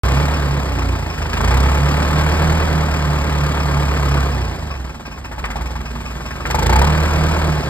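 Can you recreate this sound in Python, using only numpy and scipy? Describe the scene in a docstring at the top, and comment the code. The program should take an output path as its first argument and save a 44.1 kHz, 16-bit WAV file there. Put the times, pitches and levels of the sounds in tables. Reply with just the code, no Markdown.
"""An old four-cylinder diesel forklift creeps across a gravel yard, a few metres away.
It eases off, revs again, sinks almost to a stall, idles, then pulls hard. Each firing of a cylinder
gives a boom in the exhaust, a knock and piston slaps in the engine block, and a puff of hiss.
The casing buzzes, valves rattle, covers and fuel pipes ring, hard knocks stand out and a fan throbs.
Speed and fuel make the engine louder. The hydraulics whine briefly and hiss as the forks come down."""
import sys
import numpy as np
from scipy import signal
from scipy.fft import rfft, irfft, next_fast_len
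from scipy.io import wavfile
from scipy.ndimage import uniform_filter1d

SR = 44100
rng = np.random.default_rng(int(sys.argv[2]) if len(sys.argv) > 2 else 0)


def waveform_to_disk(signal):
    """Save audio, clipped to [-1, 1], as 16-bit WAV at the path in sys.argv[1]."""
    frames = np.transpose(np.atleast_2d(signal))
    scaled = np.clip(frames, -1, 1) * 32767
    samples = np.round(scaled).astype(np.int16)
    wavfile.write(sys.argv[1], SR, samples)


N = 339129
T = np.arange(N) / SR
CYLINDERS, WORKING_SPEED = 4, 36  # speed is always in firings per second


# How strongly the exhaust pipe passes each pitch: pitch_hz, level_db
EXHAUST_PIPE = [(18, -42), (28, -40), (38, -26), (50, -21), (60, -13), (68, -13), (78, -18), (92, -20),
                (112, -40), (140, -15), (158, -17.5), (180, -30), (230, -30.5), (290, -40.5), (400, -36.5)]
# The boom's four tones, at 1 to 4 times the firing rate: level_db
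BOOM_TONES = [-5.5, 3, 4.5, -5]
# The boom sags as the throttle is eased: time_s, level_db
BOOM_LEVEL = [(0, -0.5), (.66, -5), (.78, -2), (.93, 2), (1.0, -1), (1.08, -2), (1.12, -3), (1.17, -14),
              (1.2, 1.5), (1.33, -2.5), (1.65, 0.5), (2.0, -3), (2.5, -0.5), (3.0, -4), (3.7, -4),
              (4.2, -2), (4.4, -2.5), (4.92, -1.5), (5.05, -1), (5.3, 3), (5.6, -0.5), (6.0, -1.5),
              (6.5, -5), (7.0, -2), (7.48, -1.5), (7.62, -10)]
# The engine bay favours the fan's note at working speed: pitch_hz, level_db
FAN_BOOST = [(120, -9), (140, 1.5), (160, -1)]

def exhaust_and_fan(firings, speed, load):
    """Tones of the firing rate boom in the pipe; the fan runs just above the fourth and throbs with it."""
    turns = firings + .35 - .021 * speed
    angle = 2 * np.pi * (turns + .001 * wander(hz=12))
    boom = sum(amp(db + at_pitch(EXHAUST_PIPE, k * speed)) * np.cos(k * angle)
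               for k, db in enumerate(BOOM_TONES, 1))
    drone = sum(amp(at_pitch(EXHAUST_PIPE, k * speed)) * np.cos(k * angle + 2 * np.pi * rng.random())
                for k in range(5, 13))
    uneven = 1 + .2 * wander(hz=15)
    pipe = amp(over_time(BOOM_LEVEL)) * boom + amp(-7) * drone * uneven
    blades_per_firing = 4.0828 + .0019 * (speed - WORKING_SPEED)
    turns_ahead = np.cumsum((blades_per_firing - 4) * speed) / SR - .43
    fan = amp(at_pitch(FAN_BOOST, blades_per_firing * speed)) * np.cos(4 * angle + 2 * np.pi * turns_ahead)
    return (engine_gain(speed, load, base_db=-2.3, doubling_db=17.4, load_db=10.6) * pipe
            + engine_gain(speed, load, base_db=-22, doubling_db=11, load_db=.8) * fan)


# How hard each cylinder knocks: level_db
CYLINDER_LEVELS = [-0.5, -3.5, -5, -2]
# The piston's two slaps after each knock: delay_firings, level_db
PISTON_SLAPS = [(.2, -6.5), (.55, -11)]
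# The tone of the knock: pitch_hz, level_db
KNOCK_TONE = [(100, -10), (420, -7.5), (650, -1), (950, 4.5), (1350, 0), (1900, -3), (2500, -2),
              (3900, -20), (5200, -31), (8000, -43), (16000, -63)]
# The notes of the metal panels: pitch_hz, width_hz, level_db
PANEL_NOTES = [(490, 50, -7), (865, 45, 3), (965, 70, -4), (1590, 90, -13), (2350, 200, -9)]

def knock(ignitions, load):
    """Burning fuel cracks against the block and the piston slaps after it; under load the panels ring."""
    cracks, all_blows = 0, 0
    for k, db in enumerate(CYLINDER_LEVELS):
        blows = amp(db) * taps((ignitions - k) / CYLINDERS, scatter_db=1, jitter_s=.00012)
        slaps = sum(amp(slap_db) * taps((ignitions - delay - k) / CYLINDERS, scatter_db=2, jitter_s=.0003)
                    for delay, slap_db in PISTON_SLAPS)
        cracks += strikes(blows, decay_s=.008, fresh=.37) + strikes(slaps, decay_s=.011, fresh=.39)
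        all_blows += blows
    t = T[:4000]
    panel = sum((-1) ** k * amp(db) * np.exp(-np.pi * width * t) * np.sin(2 * np.pi * hz * t)
                for k, (hz, width, db) in enumerate(PANEL_NOTES))
    ring = unit(signal.oaconvolve(all_blows, panel)[:N])
    return steady(unit(covers(colour(cracks, KNOCK_TONE))) + amp(7.5) * load ** 5 * ring)


# The tone of the engine block and panels: pitch_hz, level_db
BLOCK_TONE = [(40, -26), (110, 7), (200, 0), (320, 1), (410, -1), (480, -3), (700, 0), (860, -2),
              (1230, -6.5), (1900, -7), (2450, -13.5), (3900, -17.5), (5000, -20.5), (9000, -97),
              (16000, -65)]

def valve_rattle(firings, count=20):
    """Valves, injectors and gear teeth tick at the same points in every round of four firings."""
    ticks = 0
    for k, (shift, strength) in enumerate(rng.random((count, 2))):
        blows = taps(firings / CYLINDERS - (k + shift) / count, scatter_db=3, jitter_s=.00003)
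        ticks += amp(5 * strength) * strikes(blows, decay_s=.01, fresh=.22)
    return steady(colour(ticks, BLOCK_TONE))


# The notes of the engine covers: pitch_hz, width_hz, level_db
COVER_NOTES = [(542, 24, -10), (855, 15, -0.5), (1078, 13, -3), (1211, 19, 3.5), (1333, 31, -0.5),
               (1590, 36, -6), (2410, 56, -3), (3255, 120, -1), (4730, 220, 2.5)]

def covers(shaking):
    """The covers ring along with whatever shakes them."""
    return shaking + sum(amp(db) * resonate(shaking, hz, width) for hz, width, db in COVER_NOTES)


def clatter(firings, ignitions, speed, load):
    """Knock takes over from rattle as fuel is added or speed falls; slow blows sound duller."""
    slowness = 1 - speed / WORKING_SPEED
    knock_share = np.clip(.05 + .7 * load ** .6 + .043 * slowness, 0, .95)
    rattle = steady(covers(valve_rattle(firings)))
    blows = np.sqrt(knock_share) * knock(ignitions, load) + np.sqrt(1 - knock_share) * rattle
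    near = yard_echo(blows, echo_db=-13, fade_s=.14)
    wash = np.array([noise(BLOCK_TONE) for ear in range(2)])  # comes back from all over the yard
    gain = engine_gain(speed, load, base_db=-26.5, doubling_db=9.2, load_db=11.55)
    sound = gain * (near + amp(-7.5) * wash)
    treble = signal.sosfiltfilt(signal.butter(2, 1330, "high", fs=SR, output="sos"), sound)
    return sound - .27 * slowness * treble


# The tone of the engine's hiss and the oil's hiss: pitch_hz, level_db
HISS_TONE = [(300, -12), (1500, 8.5), (2400, 11), (3200, 8.5), (4000, 6), (5000, 4), (6500, 5.5),
             (8200, 0.5), (10000, -7), (13000, -4), (14200, -8), (16000, -8)]

def engine_hiss(firings, ignitions, speed, load):
    """Hiss jumps up at each knock, holds for half a firing and swells to a puff, sharper under load."""
    since_knock = ignitions % 1
    jump = np.minimum(since_knock / .02, 1) / (1 + (since_knock / .47) ** 8)
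    puff = np.exp((np.cos(2 * np.pi * (firings - .02)) - 1) / .36)
    swell_db = (2.8 + 12 * load ** 2.24) * (.6 * puff + .75 * jump)
    hiss = steady(noise(HISS_TONE) * amp(swell_db + 1.5 * wander(hz=150)))
    return engine_gain(speed, load, base_db=-36, doubling_db=8, load_db=13.7) * hiss


# The tones that stand out in the casing's buzz: times_firing_rate, level_db
BUZZ_TONES = [(1.5, -36), (1.75, -40), (2.5, -40), (3.75, -34), (4.25, -35), (4.5, -34), (5.5, -40),
              (5.75, -40), (6.5, -42), (7.5, -39), (9.5, -41), (11.75, -42), (13, -42), (14.25, -44),
              (14.5, -41), (15.25, -43), (16.25, -43), (17.25, -41), (18.25, -41), (19.25, -42),
              (20.25, -43), (23, -45), (26, -45), (31, -43), (34, -41)]

def casing_buzz(firings, speed, load):
    """Unequal cylinders shake the casing into many close tones, most of them faint."""
    turns = (firings + .001 * wander(hz=15))[::8]  # low tones need only every eighth sample
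    strong, buzz = dict(BUZZ_TONES), 0
    for multiple in np.arange(1.5, 40, 1 / CYLINDERS):
        db = strong.get(multiple, -53 + 2 * rng.standard_normal())
        buzz += amp(db) * np.cos(2 * np.pi * (multiple * turns + rng.random()))
    buzz = signal.resample_poly(buzz, 8, 1)[:N]
    return engine_gain(speed, load, base_db=-1.5, doubling_db=15, load_db=5) * buzz


def silencer_bark(firings, speed, load, pitch_hz=494, width_hz=140):
    """Each exhaust stroke shakes the silencer's shell, which barks when the engine pulls hard."""
    blows = strikes(taps(firings, scatter_db=2.5, jitter_s=.00017), decay_s=.0077, fresh=.3)
    bark = steady(resonate(resonate(blows, pitch_hz, width_hz), pitch_hz, width_hz))
    return engine_gain(speed, load, base_db=-47, doubling_db=19, load_db=27) * bark


# Single hard engine knocks and cracks that stand out, with a few metallic clinks:
# start_s, level_db, pitch_hz, width_octaves, decay_s
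HARD_KNOCKS = [(1.331, -19.5, 2000, 1.1, 0.0086), (1.368, -21, 1700, 1, 0.0097),
               (1.406, -26, 1400, 0.7, 0.011), (1.633, -27, 1190, 0.43, .008),
               (4.056, -21, 1280, 0.3, 0.0097), (4.142, -20, 1400, 0.9, .005),
               (4.171, -19, 1260, 0.25, .01), (4.711, -26, 1120, 0.071, 0.012),
               (5.254, -26, 1180, 0.98, 0.009), (5.317, -28, 1170, 1, 0.033), (5.441, -16, 1500, 1, 0.017),
               (5.503, -23.5, 1610, 0.83, 0.026), (5.556, -21.5, 885, 0.41, 0.024),
               (5.756, -28, 1070, 0.21, 0.018), (5.956, -27, 1080, 0.45, .012),
               (6.307, -26, 1340, 0.7, 0.014), (6.404, -23.5, 960, 0.67, .012),
               (6.454, -18, 1800, 0.74, 0.011), (6.504, -23, 1400, 1, .012),
               (6.545, -20, 1040, 0.46, 0.022), (6.726, -21, 1100, 1.3, .007), (6.788, -26, 900, 1.2, .007),
               (6.758, -18, 880, 0.15, 0.011), (6.816, -12.5, 900, 0.14, .009)]

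def hard_knocks(size=6000):
    """Each hard knock is a short burst of noise around one pitch; the narrow ones clink."""
    out, hz = np.zeros(N + size), np.fft.rfftfreq(size, 1 / SR)
    for start_s, db, pitch_hz, octaves, decay_s in HARD_KNOCKS:
        peak = 1 / (1 + (np.log2((hz + 1) / pitch_hz) / octaves) ** 4)
        tone = peak / (1 + (hz / pitch_hz / 2) ** 2)
        fade = np.exp(-T[:size] / decay_s)
        burst = unit(irfft(rfft(rng.standard_normal(size)) * tone, size) * fade)
        out[round(start_s * SR):][:size] += amp(db) * np.sqrt(np.mean(fade ** 2)) * burst
    return out[:N]


# The notes of the fuel pipes: pitch_hz, width_hz, level_db
FUEL_PIPE_NOTES = [(1097, 26, 3), (1596, 60, -5), (2554, 310, 0), (5260, 810, -13)]

def fuel_pipes(ignitions):
    """Thin pipes ring with each stroke of the fuel pump, heard once the engine is slow."""
    ticks = strikes(taps(ignitions, scatter_db=7.5, jitter_s=.0002), decay_s=.03, fresh=.82)
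    ring = sum(amp(db) * resonate(resonate(ticks, hz, width), hz, width)
               for hz, width, db in FUEL_PIPE_NOTES)
    return amp(-38) * steady(ring)


# Whines of the hydraulic pump (a negative fall rises): start_s, end_s, pitch_hz, fall_hz_per_s, level_db
PUMP_WHINES = [(0.65, 0.99, 286, 42, -30), (1.27, 1.68, 233, -38, -30), (5.76, 6.36, 231, 0, -39)]

def pump_whine():
    """The pump whines briefly as the hydraulics take up oil."""
    out = np.zeros(N)
    for start_s, end_s, pitch_hz, fall, db in PUMP_WHINES:
        glide_hz = pitch_hz - fall * np.clip(T - start_s, 0, end_s - start_s)
        hz = glide_hz * (1 + .01 * wander(hz=40))
        out += amp(db) * oil_flow(start_s, end_s) * np.sin(2 * np.pi * np.cumsum(hz) / SR)
    return out


def lowering_hiss():
    """Oil hisses evenly through a valve as the forks come down."""
    return amp(-46) * oil_flow(start_s=5.87, end_s=9) * noise(HISS_TONE)


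def oil_flow(start_s, end_s, fade_s=.06):
    """Oil starts to flow, holds and stops."""
    return np.clip(np.minimum(T - start_s, end_s - T) / fade_s, 0, 1)


# The tone of the cab's drumming: pitch_hz, level_db
CAB_TONE = [(25, -33), (60, 10.5), (160, -8), (230, 2), (310, -12), (420, -19), (1500, -40), (16000, -80)]

def cab_drumming():
    """The cab and mudguards drum softly at any speed."""
    return amp(-34.5) * noise(CAB_TONE)


def yard_echo(x, echo_db, fade_s, size=16000):
    """Adds sound bounced off walls and a trailer, different in each ear."""
    tails = rng.standard_normal((2, size)) * amp(-60 * T[:size] / fade_s)
    tails /= np.linalg.norm(tails[0])
    return x + amp(echo_db) * signal.oaconvolve(x[None], tails, axes=1)[:, :N]


def engine_gain(speed, load, base_db, doubling_db, load_db):
    """base_db at working speed, plus doubling_db each time speed doubles, plus load_db at full load."""
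    return amp(base_db + doubling_db * np.log2(speed / WORKING_SPEED) + load_db * load ** 1.73)


def taps(cycles, scatter_db, jitter_s):
    """One tap each time cycles passes a whole number, a little uneven in time and strength."""
    at = np.flatnonzero(np.diff(np.floor(cycles)) > 0)
    timing, strength = rng.standard_normal((400, 2))[:len(at)].T
    blows = np.zeros(N)
    blows[np.clip(at + (jitter_s * SR * timing).astype(int), 0, N - 1)] = amp(scatter_db * strength)
    return blows


def strikes(blows, decay_s, fresh, size=3000):
    """Blows on one spot of metal ring alike, apart from a share (fresh) that is new noise each time."""
    fade = np.exp(-T[:size] / decay_s)
    alike = signal.oaconvolve(blows, rng.standard_normal(size) * fade)[:N]
    energy = signal.lfilter([1], [1, -fade[1] ** 2], blows ** 2)
    new = rng.standard_normal(N) * np.sqrt(energy + 1e-12)
    return np.sqrt(1 - fresh) * alike + np.sqrt(fresh) * new


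def resonate(x, hz, width_hz):
    """Lets through a band around one pitch; a narrow band rings longer."""
    return signal.lfilter(*signal.iirpeak(hz, hz / width_hz, SR), x)


def colour(x, tone):
    """Shapes a sound's lows and highs by a tone table, at an average level of 1."""
    size = next_fast_len(N + 8192)
    gain = amp(at_pitch(tone, np.fft.rfftfreq(size, 1 / SR)))
    return unit(irfft(rfft(x, size) * gain, size)[:N])


def noise(tone):
    """Even noise shaped by a tone table."""
    return colour(rng.standard_normal(N), tone)


def wander(hz):
    """A smooth random wobble, up to about the given rate."""
    return unit(irfft(rfft(rng.standard_normal(N)) / (1 + (np.fft.rfftfreq(N, 1 / SR) / hz) ** 4), N))


def steady(x, size=7000):
    """Evens out slow changes of level and keeps the throb."""
    power = uniform_filter1d(uniform_filter1d(x ** 2, size), size)
    return x / np.sqrt(abs(power) + 1e-12)


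def at_pitch(table, hz):
    """Reads a table's level at any pitch."""
    pitches, levels = np.transpose(table)
    return np.interp(np.log(hz + 1), np.log(pitches + 1), levels)


def over_time(table):
    """Joins a table's points into a curve over time."""
    return np.interp(T, *np.transpose(table))


def amp(db):
    """Turns decibels into a gain."""
    return 10 ** (np.asarray(db) / 20)


def unit(x):
    """Scales to an average (rms) level of 1."""
    return x / np.sqrt(np.mean(x ** 2) + 1e-20)


# How fast the engine runs: time_s, firings_per_s
ENGINE_SPEED = [(0.0, 30.0), (0.22, 36.54), (0.65, 33.48), (0.74, 29.71), (0.92, 29.84), (1.17, 24.9),
                (1.41, 27.48), (1.55, 32.98), (1.71, 34.95), (2.55, 39.63), (3.14, 35.97), (3.48, 36.15),
                (4.29, 34.02), (4.69, 23.59), (5.22, 14.38), (5.36, 14.76), (5.65, 20.78), (5.97, 19.8),
                (6.46, 20.11), (6.88, 38.12), (7.42, 38.91), (7.69, 34.35)]
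# How much fuel each firing gets: time_s, load_0_to_1
ENGINE_LOAD = [(0, 0.55), (.55, 0.08), (.8, 0.37), (1.0, 0.02), (1.15, 0.25), (1.19, 0.44), (1.29, 0.35),
               (1.34, 0.55), (1.45, 0.71), (1.8, 0.37), (2.85, 0.33), (3.6, 0.34), (4.22, 0.37), (4.35, 0),
               (4.65, 0.05), (4.98, 0.31), (5.47, 0.83), (5.85, 0.47), (6.42, 0.39), (6.48, 0.93),
               (6.8, 0.86), (6.92, 0.51), (7.45, 0.3), (7.6, 0)]
# Fuel goes in earlier at speed, which shifts the knock at no load: firings_per_s, delay_firings
KNOCK_DELAY = [(20, 0.0601), (36, -0.0499)]
# The level of the engine bay as the forklift rolls past: time_s, level_db
PASSING_LEVEL = [(0, 2), (.65, -0.06), (1.2, 0.95), (2.35, 1.74), (2.8, -0.5), (4.2, 0.5), (4.45, 0),
                 (4.95, -2.5), (5.75, -3.5), (6.3, -0.5), (7.69, 0.5)]

def scene():
    """Speed and load drive the engine; the hydraulics and the cab sound beneath it."""
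    speed = over_time(ENGINE_SPEED)
    load = over_time(ENGINE_LOAD)
    firings = np.cumsum(speed) / SR + .2  # a running count
    delay = np.interp(speed, *np.transpose(KNOCK_DELAY)) * (1 - load)
    ignitions = firings + .21 - delay  # a knock falls on each whole number
    block = clatter(firings, ignitions, speed, load)
    cab = cab_drumming()
    bright = engine_hiss(firings, ignitions, speed, load) + hard_knocks() + fuel_pipes(ignitions)
    bright = yard_echo(bright, echo_db=-22, fade_s=.019)
    buzz = casing_buzz(firings, speed, load) + silencer_bark(firings, speed, load)
    engine_bay = amp(over_time(PASSING_LEVEL)) * (block + buzz + bright)
    return exhaust_and_fan(firings, speed, load) + engine_bay + pump_whine() + lowering_hiss() + cab


# How much louder the left microphone is than the right: pitch_hz, level_db
LEFT_LOUDER = [(70, -1.7), (150, -3), (280, -5.5), (520, -4), (720, -1), (850, 4), (1300, 7), (1750, -0.5),
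               (6000, -0.5), (12000, 1.5)]
# How far the wave at the left microphone is ahead of the right: pitch_hz, lead_radians
LEFT_AHEAD = [(0, 0), (200, 0), (780, 1.2), (1700, .4), (2550, 2.9), (3900, 1.6), (5200, 1.8), (5750, 3.0),
              (6200, 3.3), (7700, 6.1), (8800, 6.6), (9800, 9.2), (10800, 9.7), (11800, 12.3),
              (13200, 12.9), (14100, 15.4), (16000, 16)]

def record(dry, low_hz=28, high_hz=15900, start_s=.035):
    """Two microphones open after an instant of silence and lose the deepest and highest pitches."""
    size = next_fast_len(N + 8192)
    hz = np.fft.rfftfreq(size, 1 / SR)
    lead = np.interp(hz, *np.transpose(LEFT_AHEAD))
    left = amp(at_pitch(LEFT_LOUDER, hz) / 2) * np.exp(.5j * lead)
    low_cut = 1 / np.sqrt(1 + (low_hz / (hz + 1)) ** 8)
    pair = irfft(rfft(dry, size) * low_cut * np.array([left, 1 / left]), size)[:, :N] * (T > start_s)
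    high_cut = signal.firwin(511, high_hz, window=("kaiser", 9), fs=SR)
    return signal.oaconvolve(pair, high_cut[None], "same")


dry = scene()
out = record(dry)
waveform_to_disk(out)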